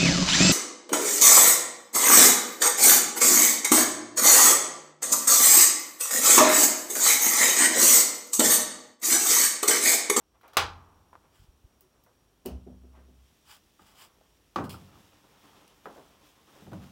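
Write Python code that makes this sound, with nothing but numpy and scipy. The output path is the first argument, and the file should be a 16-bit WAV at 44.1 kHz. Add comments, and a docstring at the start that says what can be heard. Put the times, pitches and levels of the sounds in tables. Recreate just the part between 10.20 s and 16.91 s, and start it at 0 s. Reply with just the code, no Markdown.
"""A soft rubbing and ticking rises over quiet room noise as a tumble dryer's door is tugged; then the latch
cracks open, and the front panel and steel drum ring. The door swings past, pushing air, bounces on its
hinge stop and shudders. Sleeves swish, a knock sets the sheet-metal cabinet booming, and hands gather
the laundry, bumping the rim. Impacts excite damped modes and dense bands of decaying noise;
rubbing is stick-slip friction, a stream of tiny random impulses."""
import sys
import numpy as np
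from scipy import signal
from scipy.fft import rfft, irfft, next_fast_len
from scipy.io import wavfile
from scipy.ndimage import uniform_filter1d

SR = 44100
rng = np.random.default_rng(int(sys.argv[2]) if len(sys.argv) > 2 else 0)


def output_pcm(signal):
    """Save a mono or channel-first signal as 16-bit PCM at the path in sys.argv[1].

    Samples are clipped to [-1, 1] before scaling.
    """
    pcm = np.clip(np.atleast_2d(signal).T, -1, 1) * 32767
    wavfile.write(sys.argv[1], SR, np.round(pcm).astype(np.int16))


N = 295911
T = np.arange(N) / SR
AGE = T[:int(1.2 * SR)]   # seconds since an impact

# Spectra of the room noise and of each kind of friction: frequency_hz, relative_density_db
ROOM_SPECTRUM = [(30, -13), (50, -0.5), (90, -6), (200, -10.5), (320, -10.5), (600, -16.5), (1200, -19.5),
                 (2060, -27.5), (3170, -24.5), (4400, -29), (6400, -30), (15500, -33.5)]
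SLEEVE_SPECTRUM = [(290, -43.5), (500, -32), (611, -7.5), (1120, 0), (1900, -8), (2760, -5.5), (3010, -0.5),
                   (4190, -11), (5050, -3.5), (6180, -15.5), (7240, -8.5), (12100, -16), (15500, -12)]
LAUNDRY_RUB_SPECTRUM = [(100, -6.5), (250, -2.5), (600, -7), (1200, -7), (2000, -18.5), (3000, -17)]
FIBRE_HISS_SPECTRUM = [(1060, -21.5), (1800, -1.5), (2060, -4), (3410, 0), (4240, -6.5), (5400, -4),
                       (9360, -10.5), (10400, -11.5), (15500, -10.5)]
SCRAPE_SPECTRUM = [(2300, -4.5), (3100, 2), (3800, -6), (5200, 0), (6200, -15), (7600, -6.5), (10000, -9),
                   (15500, -9.5)]
DOOR_RUB_SPECTRUM = [(250, -6.5), (600, 0.5), (1150, 0.5), (1700, -8), (3000, -15.5), (6000, -30),
                     (15000, -39)]
# A thin steady whine inside a narrow hiss: centre_hz, width_hz, level_db
WHINE_BANDS = [(5625, 55, -86), (5680, 330, -85.5)]
# Clothing stirs more as someone comes near: time_s, level_db
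STIRRING_CURVE = [(0, -94), (1.0, -85), (2.45, -93.5), (3.1, -71.5), (4.4, -74), (6.7, -75)]
# Single pulls at the laundry: start_s, length_s, rub_db, hiss_db
LAUNDRY_PULLS = [(4.52, 0.24, -72, -64.5), (4.7, 0.31, -62.5, -67), (5.105, 0.55, -61, -67),
                 (5.6, 0.45, -71, -66), (6.015, 0.15, -83, -64), (6.213, 0.45, -63, -65),
                 (6.492, 0.19, -56, -66.5), (6.58, 0.21, -57.5, -64.5)]
# Strokes of sleeves, of something hard on metal, and of seal and hinge: start_s, length_s, level_db
SLEEVE_STROKES = [(1.07, 0.25, -68), (3.234, 0.18, -52.5), (3.538, 0.29, -63.5), (3.734, .17, -53)]
METAL_SCRAPES = [(4.44, 0.033, -54.5), (4.494, 0.058, -45.5)]
DOOR_RUBS = [(-.01, 0.088, -68.5), (.132, 0.1, -69), (0.226, 0.12, -53), (0.323, 0.064, -57),
             (0.984, 0.26, -71), (1.714, 0.18, -73), (2.723, 0.17, -62.5), (3.59, 0.61, -66)]
# Air pushed by the swinging door: centre_s, peak_db, frequency_hz
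AIR_PUFFS = [(1.201, -49.5, 59.2), (1.222, -50, 75), (1.245, -54.5, 99.1), (1.291, -48, 43.2),
             (1.346, -56, 55), (1.449, -46.5, 53.1)]
# Dry clacks of hard plastic close by: start_s, level_db, pitch_hz, t60_s
PLASTIC_CLACKS = [(0.212, -51.5, 1360, 0.016), (0.3695, -7, 1333, 0.0071), (0.9305, -40, 1000, 0.02),
                  (0.9541, -35, 1107, 0.008), (0.96, -43, 1140, 0.0088), (4.012, -47.5, 660, .018),
                  (4.3609, -24.5, 1147, 0.078), (4.543, -39.5, 1340, 0.038), (5.657, -28.5, 1270, 0.01)]
# Impacts on each part (ticks are small plastic and metal contacts):
# start_s, level_db, extra_bass_db, extra_treble_db
TICK_IMPACTS = [(.213, -74, 0.5, 1), (.279, -66, 0, 1), (.335, -66, 3, 1), (.347, -74, 5.5, -10),
                (1.608, -65, -10, 6), (1.838, -69.5, -3.5, 3.5), (2.2594, -50, 13, 4.5),
                (4.3592, -56, 4, -13), (5.478, -60.5, 9, -13)]
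RIM_IMPACTS = [(.232, -56, -5, 1.5), (.932, -55, -19, 3), (1.609, -71.5, 1, -2), (1.862, -65, 2.5, 6.5),
               (4.011, -65, 1, -19), (5.6575, -44.5, 7, 3), (5.757, -62, 15, -8), (5.776, -59, 15, -27),
               (5.825, -65.5, 7, -12), (6.357, -60.5, 6.5, -12)]
DRUM_IMPACTS = [(6.418, -60.5, 10, -11), (6.466, -49.5, 5.5, -8), (6.517, -45, 7, -9), (6.532, -43.5, 1, 0)]
CABINET_IMPACTS = [(3.593, -61.5, 3.5, 2.5), (4.359, -30.5, -2, 2), (4.385, -37.5, 10.5, -22),
                   (4.543, -54, 4.5, 0.5), (4.755, -59, 6, -6)]
LATCH_IMPACTS = [(0.212, -65, 2, -8.5), (0.28, -64, 3.5, 3.5), (0.333, -56.5, -5, -1),
                 (.348, -63.5, -5, -3), (0.3694, -20.5, 1.5, 2)]
# Dense ring of each part and the room around it: frequency_hz, relative_density_db, t60_s
TICK_DECAY = [(200, -29, .1), (1510, -46.5, .2), (2850, 4.5, 0.33), (3700, -8, 0.16), (5100, 8, 0.35),
              (6500, -5, .18), (7950, 4, 0.23), (11500, 1.5, .17), (14500, 9, 0.13)]
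RIM_DECAY = [(70, -33.5, 0.72), (254, -6.5, 0.31), (544, -0.5, 0.24), (1140, -10.5, 0.44),
             (1600, -8.5, 0.15), (2771, -33, 0.09), (6000, -39.5, .12), (15000, -41.5, .1)]
PADDED_DRUM_DECAY = [(45, -18, .4), (79, -1, 0.91), (125, -2.5, 0.64), (185, 2, 0.84), (272, -5, 0.6),
                     (425, -10, 0.26), (620, -9, 0.37), (900, -13.5, 0.34), (1400, -18, .2),
                     (2480, -33, 0.13), (8000, -45, .15)]
STEEL_DRUM_DECAY = [(99.95, -6.5, 1.5), (300, -8.5, 1.9), (600, -9.5, 1.1), (850.4, -3.5, 1.6),
                    (1200, 0.5, 1.1), (1700, -14, 1), (3000, -12.5, 0.7), (5000, -14, .5), (8000, -30, .45),
                    (15000, -41.5, .4)]
CABINET_DECAY = [(44.4, -17, .5), (88.5, 0, 0.88), (160, 1, 0.84), (285, 5, 0.35), (570, -5.5, 0.47),
                 (1200, -1, 0.43), (1800, -12.5, 0.23), (3140, -20, 0.23), (5260, -23, 0.19),
                 (7950, -39, 0.45), (15000, -43, 0.29)]
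DOOR_DECAY = [(49.6, -11, 0.22), (80, 5.5, 0.7), (138, -3, 0.55), (251, -5, 0.43), (407, -2.5, 0.32),
              (715, -10, 0.32), (1080, -26.5, 0.4), (2920, -37, 0.2), (14900, -50, 0.18)]
LATCH_DECAY = [(50, -11.5, .9), (89.5, -10.5, 0.94), (158, -20, 0.8), (280, -17.5, .4), (440, -4, 0.31),
               (623, -6, 0.26), (775, -6.5, .34), (1240, 1.5, 0.31), (1691, -9.5, .3), (3200, -8.5, .27),
               (4940, -11.5, 0.26), (6900, -18.5, .21), (10400, -23.5, 0.17), (15000, -24, 0.13)]
# Strongest modes of each part: pitch_hz, relative_level_db, t60_s
TICK_RESONANCES = [(2930, 0, .13), (3050, -4, .1), (5150, -8, .12), (11340, -10, .14), (13170, -8, .13),
                   (13500, -10, .16)]
CABINET_RESONANCES = [(90.4, -9.5, 0.96), (108, -24, 0.77), (190, -7, 0.97), (283, -2, 0.15),
                      (344, 1, 0.11), (435, -21, 0.84), (596, -4, 0.12), (780, -3.5, 0.25), (856, 6, 0.071),
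                      (926, -42, 0.27), (1130, -5.5, 0.15), (1244, 11, 0.041), (1350, -21, 0.53)]
DOOR_RESONANCES = [(154, -20, 0.4), (187.6, -9, 0.64), (249.7, -1.5, 0.43), (353.7, -2, 0.13),
                   (389, 1.5, 0.12), (465, -12.5, 0.11), (582, -19, 0.35), (693, -12, 0.23)]
# Strongest modes of the latch and front panel: pitch_hz, relative_level_db
LATCH_RESONANCES = [(86, -11.5), (808, 0.5), (881, -4.5), (1055, -6.5), (1109, -9.5), (1179, -7),
                    (1204, -1), (1357, -6.5), (1387, -4.5), (1705, -8), (1884, -14.5), (1975, -10.5),
                    (2297, -8), (2424, -6), (2568, -9), (2924, -10), (3149, -11.5), (3289, -7), (3438, -10),
                    (3801, -9.5), (4048, -11), (4759, -15), (4931, -13), (5222, -13)]

RELEASE_S, STOP_S = LATCH_IMPACTS[-1][0], 2.2525   # the latch lets go; the door meets its stop


def from_db(db):
    """Amplitude grows tenfold with every 20 dB."""
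    return 10 ** (np.asarray(db) / 20)


def rms_one(x):
    """Normalisation to unit power."""
    return x / np.sqrt(np.mean(x ** 2) + 1e-20)


def at_hz(rows, hz):
    """Interpolation of a spectrum's columns on a logarithmic frequency axis."""
    frequencies, *columns = np.transpose(rows)
    return [np.interp(np.log(hz), np.log(frequencies), column) for column in columns]


def butter(x, hz, kind, order=2):
    """Causal Butterworth filtering, maximally flat in the passband."""
    sections = signal.butter(order, np.clip(hz, 10, .48 * SR), kind, fs=SR, output="sos")
    return signal.sosfilt(sections, x + 1e-18)


def add(out, start_s, sound):
    """Superposition: a sound adds to what is already there."""
    start = max(0, round(start_s * SR))
    out[start:start + len(sound)] += sound[:max(0, N - start)]


def drift(rate_hz):
    """Slow random modulation of unit power."""
    knots = rng.standard_normal(4096)
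    return rms_one(np.interp(T * rate_hz, np.arange(len(knots)), knots))


def swell(start_s, length_s, skew=1):
    """The envelope of one stroke; a skew under 1 brings its peak forward."""
    return np.sin(np.pi * np.clip((T - start_s) / length_s, 0, 1) ** skew) ** 2


def pressure_pulse(centre_s, db, hz):
    """A bipolar pulse: compression, then rarefaction."""
    phase = np.clip(2 * np.pi * hz * (T - centre_s), -10, 10)
    return -from_db(db) * phase * np.exp((1 - phase ** 2) / 2)


def coloured(x, spectrum):
    """Spectral shaping that rolls off beyond the table's ends; unit power."""
    size = next_fast_len(N)
    hz = np.maximum(np.arange(size // 2 + 1) * SR / size, 1)
    skirts = np.minimum(hz / spectrum[0][0], 1) ** 4 * np.minimum(spectrum[-1][0] / hz, 1) ** 2
    gain = from_db(at_hz(spectrum, hz)[0]) * skirts
    return rms_one(irfft(rfft(x, size) * gain, size)[:N])


def friction(spectrum, slips_per_s, grain_db, clump_db):
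    """Stick-slip friction: countless tiny impulses of uneven size, coming in clumps."""
    sizes = from_db(grain_db * np.minimum(rng.exponential(1, N), 4)) * rng.choice([-1, 1], N)
    slips = sizes * (rng.random(N) < slips_per_s / SR)
    return coloured(slips * from_db(clump_db * drift(rate_hz=45)), spectrum)


def reflected(x, echo_db, count=14):
    """Comb filtering: early echoes off drum and walls interfere with the direct sound; unit power."""
    out = x.copy()
    for delay_s, strength in zip(rng.uniform(.002, .03, count), rng.standard_normal(count)):
        add(out, delay_s, from_db(echo_db) * strength * x)
    return rms_one(out)


def noise_bands(size):
    """Third-octave division of white noise; yields centre_hz, samples."""
    edges_hz = 25 * 2 ** (np.arange(30) / 3)
    white = rng.standard_normal((2, size + SR // 4))
    for k, (low, high) in enumerate(zip(edges_hz, edges_hz[1:])):
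        yield np.sqrt(low * high), butter(white[k % 2], [low, high], "band")[-size:]


def decay(t60_s):
    """Exponential damping: 60 dB are lost in t60_s."""
    return np.exp(-np.log(1000) * AGE / t60_s)


def build_up(hz, cycles):
    """A resonance needs some cycles to reach full swing, so lows arrive after highs."""
    return (1 - np.exp(-AGE * hz / cycles)) ** 2


def dense_ring(bands, direct_db, direct_s, build_cycles):
    """Modal overlap: crowded modes and room echoes merge into noise that dies band by band."""
    tail, power = 0, 0
    for hz, noise in noise_bands(len(AGE)):
        density_db, t60_s = at_hz(bands, hz)
        steady = noise / np.sqrt(uniform_filter1d(noise ** 2, size=1800) + 1e-20)
        gain = from_db(density_db) * np.sqrt(hz)   # higher bands are wider
        tail = tail + gain * steady * build_up(hz, build_cycles) * decay(t60_s)
        power += gain ** 2
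    onset_boost = 1 + from_db(direct_db) * np.exp(-AGE / direct_s)
    return tail / np.sqrt(power) * onset_boost


def modal_ring(modes, build_cycles):
    """Free vibration: each mode is a damped sine of random phase."""
    out = 0
    for hz, db, t60_s in modes:
        sine = np.sin(2 * np.pi * (hz * AGE + rng.random()))
        out = out + from_db(db) * sine * decay(t60_s) * build_up(hz, build_cycles)
    return out


def strike(impacts, response, bass_hz, treble_hz):
    """Impulse excitation: each blow rings the part afresh; soft ones favour bass, hard ones treble."""
    out = np.zeros(N)
    for start_s, db, bass_db, treble_db in impacts:
        ring = response()
        ring = ring + (from_db(bass_db) - 1) * butter(ring, bass_hz, "low", order=1)
        ring = ring + (from_db(treble_db) - 1) * butter(ring, treble_hz, "high", order=1)
        add(out, start_s, from_db(db) * ring)
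    return out


def room_tone():
    """Broadband noise comes up as rumble and hiss; narrowband noise is heard as a thin whine."""
    whine = 0
    for hz, width_hz, db in WHINE_BANDS:
        band = butter(rng.standard_normal(N), [hz - width_hz / 2, hz + width_hz / 2], "band")
        whine = whine + from_db(db) * rms_one(band)
    steady_db, rise_db, rise_s = -67, 5.5, 0.42
    level_db = steady_db - rise_db * np.maximum(1 - T / rise_s, 0)
    return from_db(level_db) * coloured(rng.standard_normal(N), ROOM_SPECTRUM) + whine


def sleeves():
    """Sliding friction of clothing swishes in single strokes."""
    strokes = sum(from_db(db) * swell(start_s, length_s) for start_s, length_s, db in SLEEVE_STROKES)
    swish = friction(SLEEVE_SPECTRUM, slips_per_s=9900, grain_db=3.0, clump_db=2.0)
    return strokes * reflected(swish, echo_db=-19.0)


def laundry():
    """Incoherent sources add in power: steady handling, single pulls and the hiss of stirring clothes."""
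    hands_in_s, rise_s = 4.5, .1
    hands = np.clip((T - hands_in_s) / rise_s, 0, 1)
    stirring = from_db(np.interp(T, *np.transpose(STIRRING_CURVE)))
    rub_gain = from_db(-64.5) * hands
    hiss_gain = np.hypot(from_db(-70.5) * hands, stirring)
    for start_s, length_s, rub_db, hiss_db in LAUNDRY_PULLS:
        pull = swell(start_s, length_s, skew=0.68)
        rub_gain = np.hypot(rub_gain, from_db(rub_db) * pull)
        hiss_gain = np.hypot(hiss_gain, from_db(hiss_db) * pull)
    rub = friction(LAUNDRY_RUB_SPECTRUM, slips_per_s=3400, grain_db=2.0, clump_db=2.5)
    rub = reflected(rub, echo_db=-17.5)
    hiss = friction(FIBRE_HISS_SPECTRUM, slips_per_s=12000, grain_db=4.5, clump_db=0.3)
    hiss = reflected(hiss, echo_db=-19.5)
    return rub_gain * rub + hiss_gain * hiss


def drum_bumps():
    """Padded impacts on the loaded drum excite mostly its low resonances."""
    def response():
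        return dense_ring(PADDED_DRUM_DECAY, direct_db=9, direct_s=0.0059, build_cycles=0.79)
    return strike(DRUM_IMPACTS, response, bass_hz=300, treble_hz=890)


def scrapes():
    """Friction of something hard on metal starts abruptly and fades."""
    strokes = sum(from_db(db) * (T > start_s) * np.exp(-((T - start_s) / length_s) ** 2)
                  for start_s, length_s, db in METAL_SCRAPES)
    scrape = friction(SCRAPE_SPECTRUM, slips_per_s=4500, grain_db=2.0, clump_db=1.5)
    return strokes * reflected(scrape, echo_db=-17)


def taps():
    """Brief contacts excite quickly damped vibration: plastic rim knocks, bright ticks and dry clacks."""
    def rim():
        return dense_ring(RIM_DECAY, direct_db=2.0, direct_s=0.0036, build_cycles=0.96)

    def tick():
        ring = dense_ring(TICK_DECAY, direct_db=13.0, direct_s=0.0014, build_cycles=1.1)
        return ring + from_db(-12) * modal_ring(TICK_RESONANCES, build_cycles=1.1)
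    out = strike(RIM_IMPACTS, rim, bass_hz=603, treble_hz=1770)
    out += strike(TICK_IMPACTS, tick, bass_hz=2494, treble_hz=6960)
    for start_s, db, hz, t60_s in PLASTIC_CLACKS:
        add(out, start_s, from_db(db) * np.sin(2 * np.pi * hz * AGE) * decay(t60_s))
    return out


def cabinet():
    """Knocks excite the bending modes of the sheet-metal housing, which booms."""
    def response():
        panels = dense_ring(CABINET_DECAY, direct_db=0, direct_s=0.0048, build_cycles=1.2)
        return panels + from_db(-4.5) * modal_ring(CABINET_RESONANCES, build_cycles=0.6)
    return strike(CABINET_IMPACTS, response, bass_hz=347, treble_hz=1100)


def door_swing():
    """Friction at seal and hinge gives rubs and one soft moan; the passing door displaces air."""
    strokes = sum(from_db(db) * swell(start_s, length_s, skew=.6) for start_s, length_s, db in DOOR_RUBS)
    slips = friction(DOOR_RUB_SPECTRUM, slips_per_s=3000, grain_db=1.0, clump_db=3.0)
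    rub = strokes * reflected(slips, echo_db=-14.5)
    moan_s, half_width_s, moan_hz = 1.652, .028, 372
    moan = from_db(-65) * np.exp(-((T - moan_s) / half_width_s) ** 2) * np.sin(2 * np.pi * moan_hz * T)
    air = sum(pressure_pulse(centre_s, db, hz) for centre_s, db, hz in AIR_PUFFS)
    return rub + moan + air


def door_shudder():
    """The stopped door lurches, then sways unevenly in its lowest mode until hinge friction damps it."""
    age = T - STOP_S
    fade_db_per_s, attack_s, hold_s, release_s = 9.5, 0.014, .76, .05
    sway_db = -49 - fade_db_per_s * age + 2.5 * drift(rate_hz=7.5)
    gate = np.clip(age / attack_s, 0, 1) * np.exp(-np.maximum(age - hold_s, 0) / release_s)
    sway = from_db(sway_db) * gate
    lurch = from_db(-38.5) * swell(STOP_S + .04, length_s=.11)
    pitch_hz = 65.7 + 2.23 * drift(rate_hz=9)
    return (lurch + sway) * rms_one(np.sin(2 * np.pi * np.cumsum(pitch_hz) / SR))


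def hinge_stop():
    """Inelastic collision: the door's dull rebounds come ever sooner and weaken to a faint rocking."""
    def response():
        ring = dense_ring(DOOR_DECAY, direct_db=-21, direct_s=0.0077, build_cycles=2.65)
        return ring + from_db(1.5) * modal_ring(DOOR_RESONANCES, build_cycles=0.78)
    first_gap_s, restitution, bounce_count = .212, .8, 4
    stop_db, loss_db, rocking_db = -34, 12, -60.5
    gaps_s = first_gap_s * restitution ** np.arange(bounce_count)
    impacts = [(STOP_S, stop_db, -6, 2.5)]   # start_s, level_db, extra_bass_db, extra_treble_db
    for k, start_s in enumerate(STOP_S + np.cumsum(gaps_s), 1):
        impacts.append((start_s, max(stop_db - loss_db * k, rocking_db), 5.5, -22))
    return strike(impacts, response, bass_hz=150, treble_hz=890)


def drum_ring():
    """Structural coupling: the jolt of the latch leaves the lightly damped steel drum ringing faintly."""
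    out = np.zeros(N)
    ring = dense_ring(STEEL_DRUM_DECAY, direct_db=-20, direct_s=.005, build_cycles=8)
    add(out, RELEASE_S, from_db(-45) * ring)
    return out


def latch():
    """Release of elastic energy: the tugged catch cracks, its spring clicks, door and front panel ring."""
    # the modes share the panel's damping
    modes = [(hz, db, at_hz(LATCH_DECAY, hz)[1]) for hz, db in LATCH_RESONANCES]

    def response():
        panel = dense_ring(LATCH_DECAY, direct_db=1.0, direct_s=0.0042, build_cycles=1.0)
        return panel + from_db(-9) * modal_ring(modes, build_cycles=.9)
    crack = pressure_pulse(RELEASE_S + 0.00019, db=-5.0, hz=2150)
    spring = pressure_pulse(RELEASE_S + .0012, db=-1, hz=11000)
    return strike(LATCH_IMPACTS, response, bass_hz=400, treble_hz=3000) + crack + spring


def scene():
    """Superposition of all sources at one point close to the dryer."""
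    door = latch() + drum_ring() + door_swing() + hinge_stop() + door_shudder()
    contacts = cabinet() + drum_bumps() + scrapes() + taps()
    return (door + contacts + sleeves() + laundry() + room_tone())[None]


def record(dry):
    """Band limiting and saturation: deep bass is shed, the hardest peak rounded, the top cut steeply."""
    low_hz, high_hz, ceiling = 32, 16000, .8
    rounded = ceiling * np.tanh(butter(dry, low_hz, "high") / ceiling)
    return signal.sosfilt(signal.ellip(10, .1, 80, high_hz, fs=SR, output="sos"), rounded)


dry = scene()
out = record(dry)
output_pcm(out)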